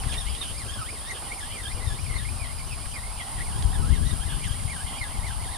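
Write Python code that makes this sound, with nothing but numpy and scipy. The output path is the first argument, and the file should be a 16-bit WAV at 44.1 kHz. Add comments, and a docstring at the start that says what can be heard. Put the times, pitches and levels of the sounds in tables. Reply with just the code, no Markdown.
"""A fishing reel is wound on a pond bank at dusk: meshing gears whine in chirps that follow the crank.
Teeth and line add a rasp of noise through the same modes; the tackle ticks and the grip rustles, as shaped noise.
A light breeze rumbles, mostly at the left of two microphone ports, as low noise with gusts and single thumps.
Behind lie a far chorus of katydids near 9 kHz (noise pulsed by wing strokes), a swelling wash to the right
and the soft hush of the open shore (both filtered noise)."""
import sys
import numpy as np
from scipy import signal
from scipy.fft import rfft, irfft
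from scipy.io import wavfile

SR = 44100
rng = np.random.default_rng(int(sys.argv[2]) if len(sys.argv) > 2 else 0)


def to_wav(sig):
    """Store sig (one row per channel, or 1-D mono) as 16-bit WAV at the path in sys.argv[1].

    Samples outside -1..1 are clipped; the rate is SR.
    """
    pcm = np.clip(np.atleast_2d(sig), -1, 1) * 32767
    pcm = np.round(pcm).astype(np.int16)
    wavfile.write(sys.argv[1], SR, pcm.T)  # frames by channels


N = 245637
TIME = np.arange(N) / SR  # s
BINS = np.fft.rfftfreq(N, 1 / SR)  # Hz


def undb(db):
    """Decibel law: amplitude gain is 10 to the power of level / 20."""
    return 10 ** (np.asarray(db) / 20)


def unit(x):
    """Normalisation of power: scale to an rms of one."""
    return x / np.sqrt(np.mean(x ** 2))


def level_curve(table):
    """Linear interpolation in time: a level [dB] for every sample."""
    s, db = np.transpose(table)
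    return np.interp(TIME, s, db)


def spectra(table):
    """Interpolation on a logarithmic frequency axis: each column of the table, bin by bin."""
    hz, *columns = np.transpose(table)
    return [np.interp(np.log(BINS + 1), np.log(hz), column) for column in columns]


def shape(x, response):
    """Linear filtering: multiply the spectrum by a frequency response."""
    return irfft(rfft(x) * response, N)


def resonance(hz, width):
    """Simple resonator: the response of one mode [Hz, width Hz], gain 1 at its centre."""
    return 1j * BINS * width / (hz ** 2 - BINS ** 2 + 1j * BINS * width)


def walk(rate):
    """Low-passed Gaussian noise: a smooth chance of rms 1 that changes about rate times a second."""
    smoothing = np.exp(-(BINS / rate) ** 2)
    return unit(shape(rng.standard_normal(N), smoothing))


def noise_pair(likeness):
    """Mid-side mixing: left and right white noise with a given correlation, per bin if it is an array."""
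    correlation = np.clip(likeness, -.99, .99)
    mid = shape(rng.standard_normal(N), np.sqrt(1 + correlation))
    side = shape(rng.standard_normal(N), np.sqrt(1 - correlation))
    return unit(np.array([mid + side, mid - side]))


def pan(db):
    """Constant-power panning: gains of the two ports for a left minus right level."""
    left_right_db = np.array([[db], [-db]]) / 2
    return unit(undb(left_right_db))


def swelling(events, rests_db):
    """Addition of powers: bell-shaped swells over a steady rest, returned in dB for each level column."""
    s, half, *columns = np.transpose(events)
    bells = np.exp(-((TIME - s[:, None]) / half[:, None]) ** 2)
    swell_power = undb(columns) ** 2 @ bells
    rest_power = undb(rests_db).reshape(-1, 1) ** 2
    return 10 * np.log10(swell_power + rest_power)


# Hush of the shore: (frequency [Hz], relative left level [dB], relative right level [dB],
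# correlation of the two ports [0-1])
SHORE_SPECTRUM = [(60, -23, -7, 0.3), (232, 5.5, 5.5, 1), (393, -14.5, -8.5, 1), (650, -1.5, 2.5, 0.9),
                  (860, 0, -7, 0), (1090, -1, 6.5, 0.52), (1640, -9, -3.5, 0), (2220, -6, -6, 0.2),
                  (3480, -9, -8.5, 1), (4960, -2, 0, 0.32), (6220, -19, -15, 0), (7460, -11.5, -6, 0),
                  (11900, -15.5, -16, 0.6), (15100, -16.5, -18, 0)]


def shore(level_db=-44, flicker_db=2.44):
    """Diffuse field: far trees, water and small insects blend to a hush whose lower part flickers."""
    left_db, right_db, likeness = spectra(SHORE_SPECTRUM)
    hush = unit(shape(noise_pair(likeness), undb([left_db, right_db])))
    low = shape(hush, 1 / (1 + (BINS / 1600) ** 4))
    high = hush - low
    return (high + low * undb(flicker_db * walk(35))) * undb(level_db)


# Spectrum of the far wash: (frequency [Hz], relative level [dB])
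WASH_SPECTRUM = [(480, -48), (650, -9.5), (770, 2.5), (1050, -2), (1200, -14), (1500, -19), (2100, -36)]
# Swells of the wash: (time [s], half length [s], level before panning [dB])
WASH_SWELLS = [(0, 0.2, -45.5), (1.29, .14, -46.5), (1.8, .1, -47.5), (2.53, .22, -55), (3.22, .15, -45.5),
               (3.62, 0.21, -43), (4.28, 0.095, -47.5), (4.95, 0.23, -45.5), (5.55, 0.32, -42.5)]


def wash(rest_db=-53):
    """Varying propagation: a distant wash, perhaps tyres on a road, swells as air carries it over the pond."""
    sound = unit(shape(noise_pair(0.68), undb(spectra(WASH_SPECTRUM)[0])))
    return sound * undb(swelling(WASH_SWELLS, rest_db)) * pan(-15.0)


# Spectrum of the katydid song: (frequency [Hz], relative level [dB])
SONG_SPECTRUM = [(6500, -22.5), (7800, -17.5), (8400, -8.5), (9050, -2), (9550, -1.5), (10050, -5),
                 (10600, -11), (11300, -22.5), (13000, -31)]


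def katydids(count=8, stroke_hz=130, depth=0.14, lag_us=34, spread_us=25.5, level_db=-38, waver_db=0.77):
    """Stridulation: each singer scrapes its wings at its own rate, placed by the time lag between the ports."""
    song = undb(spectra(SONG_SPECTRUM)[0])
    chorus = 0
    for place in np.linspace(-1, 1, count):
        rate = stroke_hz * np.exp(.35 * rng.standard_normal() + 0.0308 * walk(3.39))
        strokes = 1 + depth * np.sin(2 * np.pi * np.cumsum(rate) / SR)
        scrape = rng.standard_normal(N) * strokes * undb(1.5 * walk(3.5))
        left_lag = (lag_us + spread_us * place) / 10 ** 6  # s
        arrivals = np.array([np.exp(-2j * np.pi * BINS * left_lag), np.ones(len(BINS))])
        chorus = chorus + shape(scrape, song * arrivals)
    return unit(chorus) * undb(level_db + waver_db * walk(1)) * pan(-0.21)


# Spectrum of the breeze: (frequency [Hz], relative level [dB])
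BREEZE_SPECTRUM = [(15, -14), (28, -0.5), (45, 2), (75, 0), (110, -3), (160, -14.5), (250, -32), (400, -28),
                   (900, -66)]
# Gusts on the ports: (time [s], half length [s], left level [dB], right level [dB],
# level of fine eddies at the left port [dB])
PORT_GUSTS = [(0.058, .1, -31, -39, -42.5), (0.273, 0.11, -31, -43, -57), (.63, 0.14, -30.5, -39.5, -59),
              (1.862, .13, -26.5, -42, -42), (2.18, 0.17, -25, -53, -44), (2.67, 0.39, -30, -42, -56),
              (3.43, 0.11, -30, -35, -47), (3.68, 0.15, -23, -28, -34.5), (3.924, 0.16, -19.5, -35, -30),
              (4.28, 0.24, -25.5, -44, -36.5), (4.61, 0.26, -31.5, -42, -42),
              (5.28, 0.25, -28.5, -41, -44.5)]
# Light air between the gusts: (left level [dB], right level [dB], level of fine eddies at the left port [dB])
CALM_LEVELS = [-39, -41.5, -60]


def breeze(buffet_db=2, fine_right_db=-12):
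    """Turbulence: eddies buffet each port on its own; gusts shed finer eddies that reach higher in pitch."""
    left_db, right_db, fine_db = swelling(PORT_GUSTS, CALM_LEVELS)
    eddies = unit(shape(noise_pair(0), undb(spectra(BREEZE_SPECTRUM)[0])))
    fine = unit(shape(noise_pair(0), resonance(148, 110) ** 2))
    rumble = eddies * undb([left_db, right_db]) + fine * undb([fine_db, fine_db + fine_right_db])
    return rumble * unit(undb(buffet_db * walk(36)))


# Single eddies that thump the left port: (time [s], peak of the envelope [dB], pitch [Hz])
EDDY_THUMPS = [(0.07, -15.5, 76), (.268, -19, 47.4), (1.877, -12, 71.6), (2.112, -17, 60),
               (2.421, -16.5, 63.6), (3.405, -20, 59.5), (3.659, -8.5, 55), (3.928, -9.5, 71.4),
               (4.26, -10.5, 72), (4.512, -12, 77), (4.655, -16, 85), (5.19, -18.5, 50.7)]


def thumps(cycles=0.49, right_db=-18):
    """Pressure pulse: a large eddy pushes and pulls on the port about once, fainter at the right."""
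    out = 0
    for s, db, hz in EDDY_THUMPS:
        turns = (TIME - s) * hz
        envelope = np.exp(-(turns / cycles) ** 2)
        out = out + undb(db) * envelope * np.sin(2 * np.pi * (turns + rng.random()))
    return out * undb([[0], [right_db]])


# Soft low rustle of hands on the rod: (time [s], level [dB])
GRIP_LEVEL = [(0, -53.5), (1.6, -55.5), (3, -63), (5.57, -66)]


def grip(hz=380, width_hz=450, patchy_db=4.5):
    """Friction noise: hands and sleeves shift on the rod with a dull, patchy rustle."""
    rub = unit(shape(noise_pair(0.78), resonance(hz, width_hz) ** 2))
    return rub * undb(level_curve(GRIP_LEVEL) + patchy_db * walk(15))


# Ticks and rattles of the tackle: (time [s], level before panning [dB], ring frequency [Hz],
# decay time of the contact [s])
TACKLE_TICKS = [(0.035, -35.5, 1750, 0.0085), (.124, -35, 2880, 0.018), (0.14, -30, 2540, 0.011),
                (.349, -36, 3180, 0.018), (0.425, -37.5, 3087, 0.017), (1.221, -39.5, 855, 0.013),
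                (2.856, -38, 1710, 0.0082), (3.6243, -22, 3370, 0.0014)]


def ticks(width_hz=1700, rod_hz=900, rod_width_hz=1050, rod_db=-9):
    """Impact excitation: each decaying burst of contact noise rings the reel and, more dully, the rod."""
    rod = undb(rod_db) * resonance(rod_hz, rod_width_hz) ** 2
    out = 0
    for s, db, hz, decay in TACKLE_TICKS:
        ring = resonance(hz, width_hz) ** 2 + rod
        ring = ring / np.sqrt(np.mean(np.abs(ring) ** 2))
        contact = rng.standard_normal(N) * (TIME >= s) * np.exp(-np.abs(TIME - s) / decay)
        out = out + undb(db) * shape(contact, ring)
    return out * pan(-9.0)


# Modes of reel and rod: (frequency [Hz], width [Hz], relative level at the left port [dB],
# relative level at the right port [dB])
BODY_MODES = [(1314, 45, -7, 14.5), (1545, 120, 0.5, -2.5), (1657, 53, 4.5, 6), (1945, 57, 11, -26),
              (2030, 26, 14.5, 4), (2142, 70, -7, 13.5), (2403, 78, -26, 6.5), (2565, 54, -17, -11.5),
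              (2950, 100, -6, 2), (3073, 67, 3, 7), (3235, 34, 6, 14.5), (3434, 73, 8.5, -2.5),
              (3647, 28, -5, 11.5), (3750, 13, 4, -29), (5010, 210, 3.5, 8.5), (5450, 32, -11, 11.5),
              (6510, 200, 6, -39)]


def body(direct_db=-7, modes_db=-3.0, scatter_db=-6, scatter_s=0.016, twist=0.59):
    """Modal superposition: a direct path, the modes, and a short scatter off arms and ground, at each port."""
    modes = 0
    for k, (hz, width, left, right) in enumerate(BODY_MODES):
        # each mode radiates in its own pattern, so it reaches the two ports out of step (twist in radians)
        step = np.exp(1j * twist * (-1) ** k * np.array([[1], [-1]]))
        modes = modes + step * undb([[left], [right]]) * resonance(hz, width)
    tail = rng.standard_normal((2, N)) * np.exp(-TIME / scatter_s)
    scatter = rfft(unit(tail)) / np.sqrt(N)
    paths = undb(direct_db) + undb(modes_db) * modes + undb(scatter_db) * scatter
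    return paths / (1 + (BINS / 8000) ** 8)  # gears give little above 8 kHz


# Pushes of the crank: (time [s], top mesh rate [Hz], length of the slackening [s], lowest mesh rate [Hz])
CRANK_PUSHES = [(0, 2940, .12, 1580), (.19, 1950, .035, 1600), (.31, 2600, .055, 1850),
                (.41, 2060, .055, 1400), (.59, 2500, .065, 1400), (.725, 1820, .11, 1300),
                (.92, 2700, .09, 1620), (1.11, 2080, .05, 1640), (1.245, 2500, .04, 1850),
                (1.36, 2650, .07, 1650), (1.54, 2500, .13, 1600), (1.755, 2800, .055, 1930),
                (1.86, 2050, .08, 1600), (2.02, 2950, .09, 2000), (2.17, 2060, .05, 1650),
                (2.32, 3000, .155, 1950), (2.56, 2700, .055, 2280), (2.68, 2950, .1, 2150),
                (2.915, 3100, .07, 1850), (3.175, 2700, .055, 1900), (3.31, 2000, .1, 1900),
                (3.45, 2650, .08, 1420), (3.61, 1930, .06, 1400), (3.74, 1850, .1, 1260),
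                (3.935, 2080, .07, 1530), (4.085, 2050, .1, 1280), (4.27, 2030, .07, 1560),
                (4.43, 2450, .065, 1500), (4.585, 2470, .05, 1750), (4.71, 2350, .075, 1450),
                (4.87, 2170, .06, 2000), (4.995, 2470, .075, 1600), (5.14, 2400, .065, 1850),
                (5.26, 2300, .075, 1380), (5.43, 2300, .05, 1620), (5.53, 2150, .04, 1550)]


def crank(linger=.25):
    """Kinematics of the drive: each push speeds the mesh rate to a peak, then it slackens and lingers."""
    s, top_hz, slack_s, low_hz = np.transpose(CRANK_PUSHES)
    turns_s = np.column_stack([s, s + slack_s]).ravel()
    turns_hz = np.column_stack([top_hz, low_hz]).ravel()
    count = np.arange(len(turns_s))
    turn = np.interp(TIME, turns_s, count)
    # even turns are peaks and odd ones are lows: pass the peaks quickly and the lows slowly
    eased = turn + linger * np.sin(np.pi * turn) / np.pi
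    return np.interp(eased, count, turns_hz)


# Dry rasp of the gear teeth: (time [s], level [dB])
RASP_LEVEL = [(0, -46), (.14, -44.5), (.74, -50), (1.4, -49), (1.9, -50), (2.8, -54.5), (3.25, -51),
              (3.6, -54.5), (4.1, -48), (4.9, -49.5), (5.57, -51.5)]
# Its spectrum ahead of the modes: (frequency [Hz], relative level [dB])
RASP_SPECTRUM = [(1200, -12), (1700, -46), (2200, -4.5), (2700, 10), (3200, 8), (4000, -6.5), (5000, -8),
                 (6200, -24), (9000, -12)]


def rasp(speed_db=2):
    """Stick-slip friction: teeth and line rub as noise in the same modes, a little louder at a fast crank."""
    octaves = np.log2(crank() / 2000)
    grains = rng.standard_normal(N) * undb(4.8 * walk(17) + speed_db * octaves)
    rub = unit(shape(grains, undb(spectra(RASP_SPECTRUM)[0]) * body()))
    return rub * undb(level_curve(RASP_LEVEL))


# Chirps, where the teeth bite under load; levels ahead of the modes: (time [s], half length [s],
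# mesh tone [dB], its octave [dB], each higher overtone [dB])
GEAR_CHIRPS = [(.01, 0.022, -45, -45, -54), (.112, 0.019, -43, -42, -50), (.188, 0.027, -46.5, -41, -49),
               (.274, 0.02, -49.5, -45, -54), (.414, 0.023, -49, -39, -55), (.518, 0.06, -57, -52, -59),
               (.592, 0.028, -48, -45, -51), (.722, 0.059, -47.5, -45, -50.5), (.815, 0.028, -43, -48, -54),
               (.89, .03, -47, -47.5, -57), (1.092, 0.026, -37.5, -44, -50), (1.32, 0.016, -40, -50, -61),
               (1.422, .025, -42, -47.5, -53), (1.602, 0.051, -45.5, -54, -57),
               (1.672, .024, -45.5, -41, -56), (1.718, 0.014, -42.5, -48, -60),
               (1.89, .05, -46.5, -43, -51), (2.06, 0.066, -48.5, -55, -59), (2.175, 0.031, -41, -43, -58),
               (2.288, 0.014, -46.5, -56, -64), (2.44, 0.045, -48.5, -49, -60),
               (2.602, 0.016, -46.5, -55, -62), (2.726, 0.013, -37, -52, -57),
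               (2.958, 0.032, -44.5, -49, -60), (3.216, .022, -43, -51, -63),
               (3.404, 0.016, -41.5, -55, -62), (3.532, 0.038, -46, -53, -64), (3.6, .05, -55, -58, -62),
               (3.746, 0.018, -47, -45, -59), (3.836, 0.043, -44.5, -50, -58),
               (3.946, 0.027, -45, -48, -53), (4.085, 0.041, -47.5, -42.5, -53),
               (4.28, 0.067, -49, -47.5, -63), (4.478, 0.051, -46, -46.5, -55),
               (4.755, 0.058, -45.5, -50.5, -57), (5.02, 0.039, -43.5, -47.5, -56),
               (5.272, .04, -44.5, -48, -57), (5.452, 0.033, -49, -45, -61), (5.548, .03, -48, -44, -57)]
# Whine between the chirps, ahead of the modes: (mesh tone [dB], octave [dB], each higher overtone [dB])
WHINE_LEVELS = [-55.5, -57.5, -68]


def reel(speed_db=1):
    """Gear meshing and resonance: harmonics follow the crank and flare when they sweep through a mode."""
    hz = crank()
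    tone_db, octave_db, upper_db = swelling(GEAR_CHIRPS, WHINE_LEVELS)
    # uneven teeth shake the pitch quickly, the unsteady hand more slowly
    unsteady = .028 * walk(450) + .028 * walk(60)
    phase = 2 * np.pi * np.cumsum(hz * (1 + unsteady)) / SR
    whine = 0
    for k, db in enumerate([tone_db, octave_db, upper_db, upper_db], 1):
        contact_db = (3 + .5 * k) * walk(70) + 2 * walk(300)
        harmonic = np.sqrt(2) * np.sin(k * phase)
        whine = whine + harmonic * undb(db) * unit(undb(contact_db))
    # faster teeth strike harder
    strike = undb(speed_db * np.log2(hz / hz.mean()))
    return shape(whine * strike, body())


def scene():
    """Superposition: shore, wash and insects far off, the breeze on the ports, the tackle close by."""
    background = shore() + wash() + katydids()
    wind = breeze() + thumps()
    tackle = grip() + ticks() + rasp() + reel()
    return background + wind + tackle


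def record(dry):
    """Band limiting: a steep elliptic low-pass cuts the top above 15 kHz."""
    low_pass = signal.ellip(8, .2, 70, 15000, fs=SR, output="sos")  # order, ripple dB, stopband dB, Hz
    return signal.sosfilt(low_pass, dry)


dry = scene()
out = record(dry)
to_wav(out)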